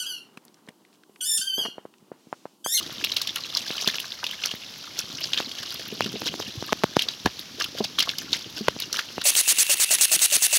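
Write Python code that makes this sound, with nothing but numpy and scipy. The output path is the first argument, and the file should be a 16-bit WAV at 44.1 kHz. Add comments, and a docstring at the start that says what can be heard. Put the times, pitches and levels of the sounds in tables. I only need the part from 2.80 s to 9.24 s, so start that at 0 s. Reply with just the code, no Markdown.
"""A heap of small live fish thrashes in a little foamy water in a plastic basin, close under a phone.
Wriggling bodies give a steady wet crackle of noise grains and small ringing bubbles over low sloshing.
Tail flicks are bursts of spray noise with clusters of tiny bubbles; larger air pockets plop as lower ones.
Fish bump the basin wall, heard as damped modes, and flung drops tap the phone as short pressure pulses.
The walls add brief reflections, and steady fizz and rumble lie behind it all."""
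import sys
import numpy as np
from scipy import signal
from scipy.fft import rfft, irfft
from scipy.io import wavfile

SR = 44100
rng = np.random.default_rng(int(sys.argv[2]) if len(sys.argv) > 2 else 0)


def log_audio(samples):
    """Write samples as a 16-bit WAV file to the path given in sys.argv[1]."""
    # one column per channel
    frames = np.atleast_2d(samples).T
    # limit to full scale, then quantise
    limited = np.clip(frames, -1, 1)
    pcm = np.round(limited * 32767).astype(np.int16)
    wavfile.write(sys.argv[1], SR, pcm)


N = 284004
T = np.arange(N) / SR  # seconds

# Slow restlessness of the whole heap. Each row: time in seconds, level in dB.
HEAP_UNREST = [(0, -35.5), (.65, -38.5), (1, -29.5), (1.4, -40.5), (2.1, -40), (2.7, -35), (3.3, -36.5),
               (3.8, -39.5), (4.7, -45), (5.4, -40.5), (6.44, -41)]
# Longer squirms of one fish through the heap.
# Each row: height of the swell in seconds, half its span in seconds, level in dB.
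SQUIRM_EVENTS = [(0.5, 0.013, -25), (0.888, 0.064, -31), (1.152, 0.02, -25.5), (1.68, 0.1, -34),
                 (2.431, 0.065, -28), (3.238, 0.05, -29.5), (3.474, 0.036, -25), (3.614, 0.05, -31),
                 (3.903, 0.032, -36), (4.164, 0.011, -27.5), (4.812, 0.026, -21.5), (4.986, 0.024, -26),
                 (5.049, 0.014, -24), (5.552, 0.064, -29), (5.784, 0.034, -30.5), (6.175, 0.061, -23),
                 (6.417, 0.0053, -21)]
# Water moving under the heap. Each row: time in seconds, level in dB.
SLOSH_LEVELS = [(0, -45.5), (1.05, -58.5), (1.5, -75), (2.35, -48), (2.9, -51), (3.48, -38.5), (3.75, -49),
                (4.7, -52.5), (5.5, -47.5), (6.44, -50.5)]
# Steady background of wet fizz and room rumble. Each row: frequency in Hz, relative gain in dB.
BACKGROUND_COLOUR = [(25, -41), (60, -3), (220, -1.5), (500, -10), (2200, -9.5), (3400, -4.5), (5500, -3.5),
                     (8000, -15.5), (15500, -29.5)]
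# Drops landing on the phone, the heavy ones lower.
# Each row: landing in seconds, relative level in dB, pitch in Hz.
DROP_TAPS = [(0.097, -28, 700), (0.9055, -20.5, 325), (1.0743, -18, 386), (1.739, -24.5, 192),
             (2.603, -13, 700), (3.2077, -4, 900), (3.4193, -17.5, 577), (3.541, -18.5, 476),
             (3.6013, -17, 544), (3.8258, -17.5, 303), (3.9248, -9, 563), (3.9295, -4, 764),
             (4.0365, -5, 830), (4.041, -2.5, 390), (4.1679, -1.5, 405), (4.462, -6.5, 189),
             (4.4727, -17.5, 400), (5.8834, -2, 720), (5.8854, -3.5, 760), (5.965, -22, 216),
             (6.3812, -14, 464)]
# Larger air pockets closing between the fish. Each row: start in seconds, relative level in dB, pitch in Hz.
AIR_PLOPS = [(0.212, -19.5, 1700), (0.905, -16, 2700), (1.076, -21, 1000), (1.146, -26, 1800),
             (1.184, -9.5, 2880), (1.243, -23.5, 1460), (1.43, -16.5, 1430), (3.597, -20, 390),
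             (3.774, -19.5, 107), (4.451, -8.5, 110), (4.4589, -7.5, 1080), (4.4598, -8, 1690),
             (4.783, -29, 424), (4.949, -23, 463), (4.977, -25, 1510), (5.005, -10, 550),
             (5.051, -24, 2370), (5.185, -13.5, 1290), (5.274, -17.5, 1120), (6.191, -10, 1630)]
# Tail flicks. Each row: start in seconds, level in dB, central bubble pitch in Hz, nominal length in seconds,
# relative level of the finest mist in dB.
TAIL_FLICKS = [(0.241, -19, 3180, 0.009, 0), (0.318, -21, 3830, 0.0043, -11),
               (0.366, -17.5, 4060, 0.0051, -2), (0.416, -20, 4530, 0.0038, 1),
               (0.472, -24.5, 3380, 0.0066, -6), (0.559, -22, 2920, 0.0057, -6),
               (0.637, -25.5, 3900, 0.0022, -28), (0.75, -17, 4700, 0.0022, -21),
               (0.77, -20, 4500, 0.01, -12), (0.98, -25, 3260, 0.0052, -21),
               (1.011, -26.5, 4700, 0.0059, -3), (1.075, -13, 3900, 0.0041, -2),
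               (1.2, -27, 3060, 0.007, 13), (1.32, -26.5, 3560, 0.0032, -34),
               (1.441, -22, 2900, 0.0041, -7), (1.466, -22, 3230, 0.0039, -12),
               (1.511, -27, 2940, 0.004, 1), (1.637, -21.5, 2820, 0.0057, -18),
               (1.6578, -17, 5840, 0.002, -4), (1.713, -23, 3080, 0.0017, -16),
               (2.19, -17, 5700, 0.0025, -10), (2.533, -16, 3400, 0.004, -40),
               (2.575, -17.5, 3250, 0.0033, -17), (2.585, -23, 3750, 0.0069, -19),
               (2.905, -26, 3600, 0.00193, 0), (4.192, -16.5, 3140, 0.0046, -7),
               (4.22, -19, 3360, 0.0042, -1), (4.286, -18.5, 3850, 0.0037, -11),
               (4.458, -20, 3870, 0.00342, -2), (4.593, -25, 3930, 0.0016, 4),
               (4.82, -25.5, 4850, 0.0063, -6), (4.842, -24, 3160, 0.0066, -5),
               (5.187, -17, 3370, 0.009, -3), (5.2, -21.5, 4200, 0.012, -18),
               (5.204, -16.5, 2780, 0.0054, -7), (5.225, -21, 4500, 0.0057, -8),
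               (5.291, -18, 3540, 0.0036, -28), (5.384, -23.5, 4930, 0.005, 1),
               (5.53, -14.5, 4170, 0.0054, -35), (6.001, -25.5, 4500, 0.005, 14),
               (6.021, -26.5, 3850, 0.0085, -19), (6.128, -21, 5250, 0.0059, -12),
               (6.189, -24.5, 3550, 0.0068, -2)]
# Colour of bursting spray. Each row: frequency in Hz, gain in dB.
SPRAY_COLOUR = [(60, -44.5), (200, -9.5), (600, -4), (1200, -12), (2100, -15.5), (3100, 2.5), (5700, -1.5),
                (8000, -9), (15500, -24.5)]
# Fish bumping the basin wall. Each row: start in seconds, relative level in dB, contact time in seconds.
WALL_BUMPS = [(1.074, -25, 0.0011), (3.124, -24.5, 0.0018), (3.259, -17.5, 0.0027), (3.339, -23, 0.0022),
              (3.356, -30, 0.00074), (4.449, -9.5, 0.005), (5.005, -16, 0.0015), (5.808, -16, 0.0028)]
# Modes of the water-loaded basin.
# Each row: settled frequency in Hz, relative level in dB, time to fall 60 dB in seconds.
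WALL_MODES = [(183, -0.5, 0.093), (336, 8.5, 0.026), (536, -3, 0.046)]
# Response of the phone's microphone port. Each row: frequency in Hz, gain in dB.
PORT_RESPONSE = [(25, -32), (60, -6.5), (130, 0), (6000, 0.5), (8700, -10), (11500, 3.5), (15500, 3)]

FLOOR_DB = -44.5  # background level ahead of the microphone port
TOP_HZ = 15800  # upper limit of the phone
# A flick stirs the neighbours: level against the flick, time to build as the fish bends, time to settle.
STIR_DB, STIR_BUILD_S, STIR_SETTLE_S = -13, 0.009, 0.037


def undb(db):
    """Decibels to gain."""
    return 10 ** (np.asarray(db) / 20)


def unit(x):
    """Scale to rms 1."""
    return x / np.sqrt(np.mean(x ** 2) + 1e-18)


def add(out, at, sound):
    """Mix a sound into out at a time in seconds."""
    i = max(int(at * SR), 0)
    part = sound[:max(len(out) - i, 0)]
    out[i:i + len(part)] += part


def butter(x, hz, kind, order=2):
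    """Low-pass or high-pass."""
    sos = signal.butter(order, min(hz, SR / 2 - 1), kind, fs=SR, output="sos")
    return signal.sosfilt(sos, x)


def colour(x, points, size=4096):
    """Causal filter through (Hz, dB) points, made minimum-phase by folding the cepstrum."""
    hz, db = np.transpose(points)
    bins = np.fft.rfftfreq(size, 1 / SR) + 1
    log_gain = np.interp(np.log(bins), np.log(hz), np.log(undb(db)))
    cepstrum = irfft(log_gain)[:size // 2]
    cepstrum[1:] *= 2
    impulse = irfft(np.exp(rfft(cepstrum, size)))
    return signal.fftconvolve(x, impulse)[:len(x)]


def sizes(count):
    """Many small grains and a few bigger ones, none far above the rest."""
    spread_db, most_db = 4.5, 14
    return undb(np.minimum(spread_db * rng.exponential(size=count), most_db))


def bubble(hz, cycles, glide=0.082, rise_cycles=0.41):
    """A ringing air pocket that swells quickly and climbs in pitch as it nears the surface."""
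    turns = np.arange(int(cycles * SR / hz) + 2) * hz / SR
    decay = np.exp(-np.log(1000) * turns / cycles)  # down 60 dB after the given cycles
    envelope = (1 - np.exp(-turns / rise_cycles)) * decay
    return envelope * np.sin(2 * np.pi * turns * (1 + glide * turns / cycles / 2))


def cluster(hz, length, cycles, scatter, count):
    """Bubbles of like size pinched off in quick succession; the first is the strongest."""
    out = np.zeros(SR // 10)
    add(out, 0, bubble(hz, cycles))
    for k in range(1, count):
        when = rng.random() * length
        pitch = hz * 2 ** (scatter * rng.standard_normal())
        add(out, when, bubble(pitch, cycles) / np.sqrt(k + 1))
    return out


def bubbles(rate, centre_hz, octaves, cycles, length=.004, scatter=0.11):
    """A stream of small bubble clusters, each with its own pitch, at so many per second."""
    out, count = np.zeros(N), int(rate * N / SR)
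    for (when, pitch, life), size in zip(rng.random((count, 3)), sizes(count)):
        hz = centre_hz * 2 ** (octaves * (2 * pitch - 1))
        group = cluster(hz, length, cycles * (.5 + life), scatter, count=3)
        add(out, when * N / SR, size * group)
    return unit(out)


def agitation():
    """How hard the heap moves: its slow unrest, a swell for each squirm and a stir round each flick."""
    power = undb(np.interp(T, *np.transpose(HEAP_UNREST))) ** 2
    for at, length, db in SQUIRM_EVENTS:
        swell = np.hanning(int(2 * length * SR))
        add(power, at - length, (undb(db) * swell) ** 2)
    t = T[:SR // 2] - T[SR // 10]  # the stir begins ahead of the flick
    stir = np.exp(np.minimum(t / STIR_BUILD_S, -t / STIR_SETTLE_S))
    for at, db, *_ in TAIL_FLICKS:
        add(power, at + t[0], (undb(db + STIR_DB) * stir) ** 2)
    # the writhing comes in uneven flutters
    flutter_s, flutter_db = .02, 1.4
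    knots = np.arange(0, T[-1], flutter_s)
    flutter = np.interp(T, knots, rng.standard_normal(len(knots)))
    return np.sqrt(power) * undb(flutter_db * flutter)


def wriggling(crackle_db=-7.0, foam_db=-5.0, plip_db=-14, prick_db=-24):
    """Slippery bodies part and smack together; foam fizzes and pricks between them and the gaps plip as they fill."""
    smacks_per_s, smear_s = 380, .0014
    count = int(smacks_per_s * N / SR)
    smacks = np.zeros(N)
    smacks[rng.integers(0, N, count)] = sizes(count) ** 2
    # each smack dies away as a short grain of noise
    power = signal.lfilter([1], [1, -np.exp(-1 / (smear_s * SR))], smacks)
    crackle = unit(colour(np.sqrt(power) * rng.standard_normal(N), SPRAY_COLOUR))
    foam = bubbles(rate=250, centre_hz=3960, octaves=0.55, cycles=26)
    plips = bubbles(rate=110, centre_hz=1710, octaves=0.6, cycles=13)
    pricks = bubbles(rate=14, centre_hz=10900, octaves=0.34, cycles=4.5)
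    wet = undb(crackle_db) * crackle + undb(foam_db) * foam
    wet += undb(plip_db) * plips + undb(prick_db) * pricks
    return agitation() * wet


def sloshing():
    """Low, heavily damped bubbles run together as gurgles in the water under the heap."""
    gurgles = bubbles(rate=170, centre_hz=275, octaves=0.68, cycles=3.2)
    return undb(np.interp(T, *np.transpose(SLOSH_LEVELS))) * gurgles


def background():
    """Steady noise coloured as distant wet fizz and room rumble."""
    return undb(FLOOR_DB) * unit(colour(rng.standard_normal(N), BACKGROUND_COLOUR))


def taps(push=1.32, push_cycles=0.084, pull=0.8, pull_cycles=0.21, low_hz=170, lead=0.001233,
         splat_db=-16, splat_s=0.00076):
    """A drop presses sharply on the phone with a tiny splat, then sucks back as it spreads."""
    out, t = np.zeros(N), T[:SR // 20] - lead  # zero at the landing
    for at, db, hz in DROP_TAPS:
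        press = np.exp(-np.abs(t) * hz / push_cycles)
        spread = np.maximum(t, 0) * hz / pull_cycles
        suck = spread * np.exp(1 - spread)
        noise = unit(colour(rng.standard_normal(len(t)), SPRAY_COLOUR))
        splat = undb(splat_db) * np.exp(-np.abs(t) / splat_s) * noise
        add(out, at - lead, undb(db) * (push * press - pull * suck + splat))
    return butter(out, low_hz, "high", order=1)


def plops(length=0.0048, cycles=12, scatter=0.33, damping_hz=250):
    """Larger pockets of air between the fish break into a few bubbles."""
    out = np.zeros(N)
    for at, db, hz in AIR_PLOPS:
        # soft bodies damp the big low pockets most
        damped_cycles = cycles * hz / (hz + damping_hz)
        add(out, at, undb(db) * cluster(hz, length, damped_cycles, scatter, count=3))
    return out


def flicks(ring=1.0, cycles=17, scatter=0.08, focus=4.8, focus_q=3.4, spatter_db=5.5, tail_db=-15,
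           tail_s=0.0053, mist_hz=8500, mist_db=20, fall_db=-10):
    """Each flick tears a film of water: a burst of spray and a cluster of tiny bubbles, then droplets falling back."""
    out, t = np.zeros(N), T[:SR // 10]
    rise_s, droplet_s, fall_s = .0007, .0008, .03
    knots = np.arange(0, t[-1], droplet_s)
    for at, db, hz, length, fine_db in TAIL_FLICKS:
        burst = np.exp(-(t / (0.74 * length)) ** 2) + undb(tail_db) * np.exp(-t / tail_s)
        envelope = (1 - np.exp(-t / rise_s)) * burst
        # the film breaks up droplet by droplet, each of its own size
        droplets = np.interp(t, knots, rng.standard_normal(len(knots)))
        grit = rng.standard_normal(len(t)) * undb(spatter_db * droplets)
        spray = colour(grit * envelope, SPRAY_COLOUR)
        # the finest mist is spikier, like pinprick ticks
        ticks = grit * unit(rng.exponential(size=len(t)) ** 2)
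        mist = butter(colour(ticks * envelope, SPRAY_COLOUR), mist_hz, "high", order=4)
        mist *= undb(fine_db + mist_db)
        # the bubble cloud lifts the spray round its own pitch
        lifted = signal.lfilter(*signal.iirpeak(hz, focus_q, fs=SR), spray)
        body = butter(spray, mist_hz, "low", order=4) + focus * lifted
        cloud = cluster(hz, 0.87 * length, cycles, scatter, count=6)
        wet = unit(body + mist) + ring * unit(cloud)
        # flung droplets land one by one, each with a pitch of its own
        for when, octave in rng.random((4, 2)):
            drop = cluster(hz * 2 ** (2 * octave - 1.2), length, cycles, scatter, count=2)
            add(wet, length + when * fall_s, undb(fall_db) * (1 - when) * unit(drop))
        # total energy follows the nominal length
        add(out, at, undb(db) * wet * np.sqrt(length * SR) / np.linalg.norm(wet))
    return out


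def bumps(stretch=0.33, settle_s=0.019):
    """A soft body pushes the basin wall; longer contact dulls the ring, which sinks as the wall relaxes."""
    out, t = np.zeros(N), T[:SR // 6]
    bent = np.cumsum(1 + stretch * np.exp(-t / settle_s)) / SR
    ring = np.zeros(len(t))
    for hz, db, t60 in WALL_MODES:
        ring += undb(db) * np.sin(2 * np.pi * hz * bent) * np.exp(-np.log(1000) * t / t60)
    for at, db, contact in WALL_BUMPS:
        push = np.sin(np.pi * np.minimum(t / contact, 1))
        add(out, at, undb(db) * signal.fftconvolve(ring, push / push.sum()))
    # a small wall radiates little deep bass
    return butter(out, 230, "high")


def basin(x, t60=0.083, wet_db=-12):
    """The plastic walls throw back a short scatter of reflections."""
    t = T[:SR // 4]
    after_gap = t > .0015  # seconds to the nearest wall and back
    echoes = rng.standard_normal(len(t)) * np.exp(-np.log(1000) * t / t60) * after_gap
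    return x + undb(wet_db) * signal.fftconvolve(x, echoes / np.linalg.norm(echoes))[:N]


def scene():
    """Splashes in the basin, bumps on its wall, drops on the phone and the background."""
    splashes = wriggling() + sloshing() + plops() + flicks()
    return (basin(splashes) + background() + taps() + bumps())[None]


def record(dry):
    """The microphone port colours the sound; the phone clips at full scale and cuts the top."""
    sound = np.clip(colour(dry[0], PORT_RESPONSE), -1, 1)[None]
    top_cut = signal.ellip(8, .2, 70, TOP_HZ, fs=SR, output="sos")
    return signal.sosfilt(top_cut, sound)


dry = scene()
out = record(dry)
log_audio(out)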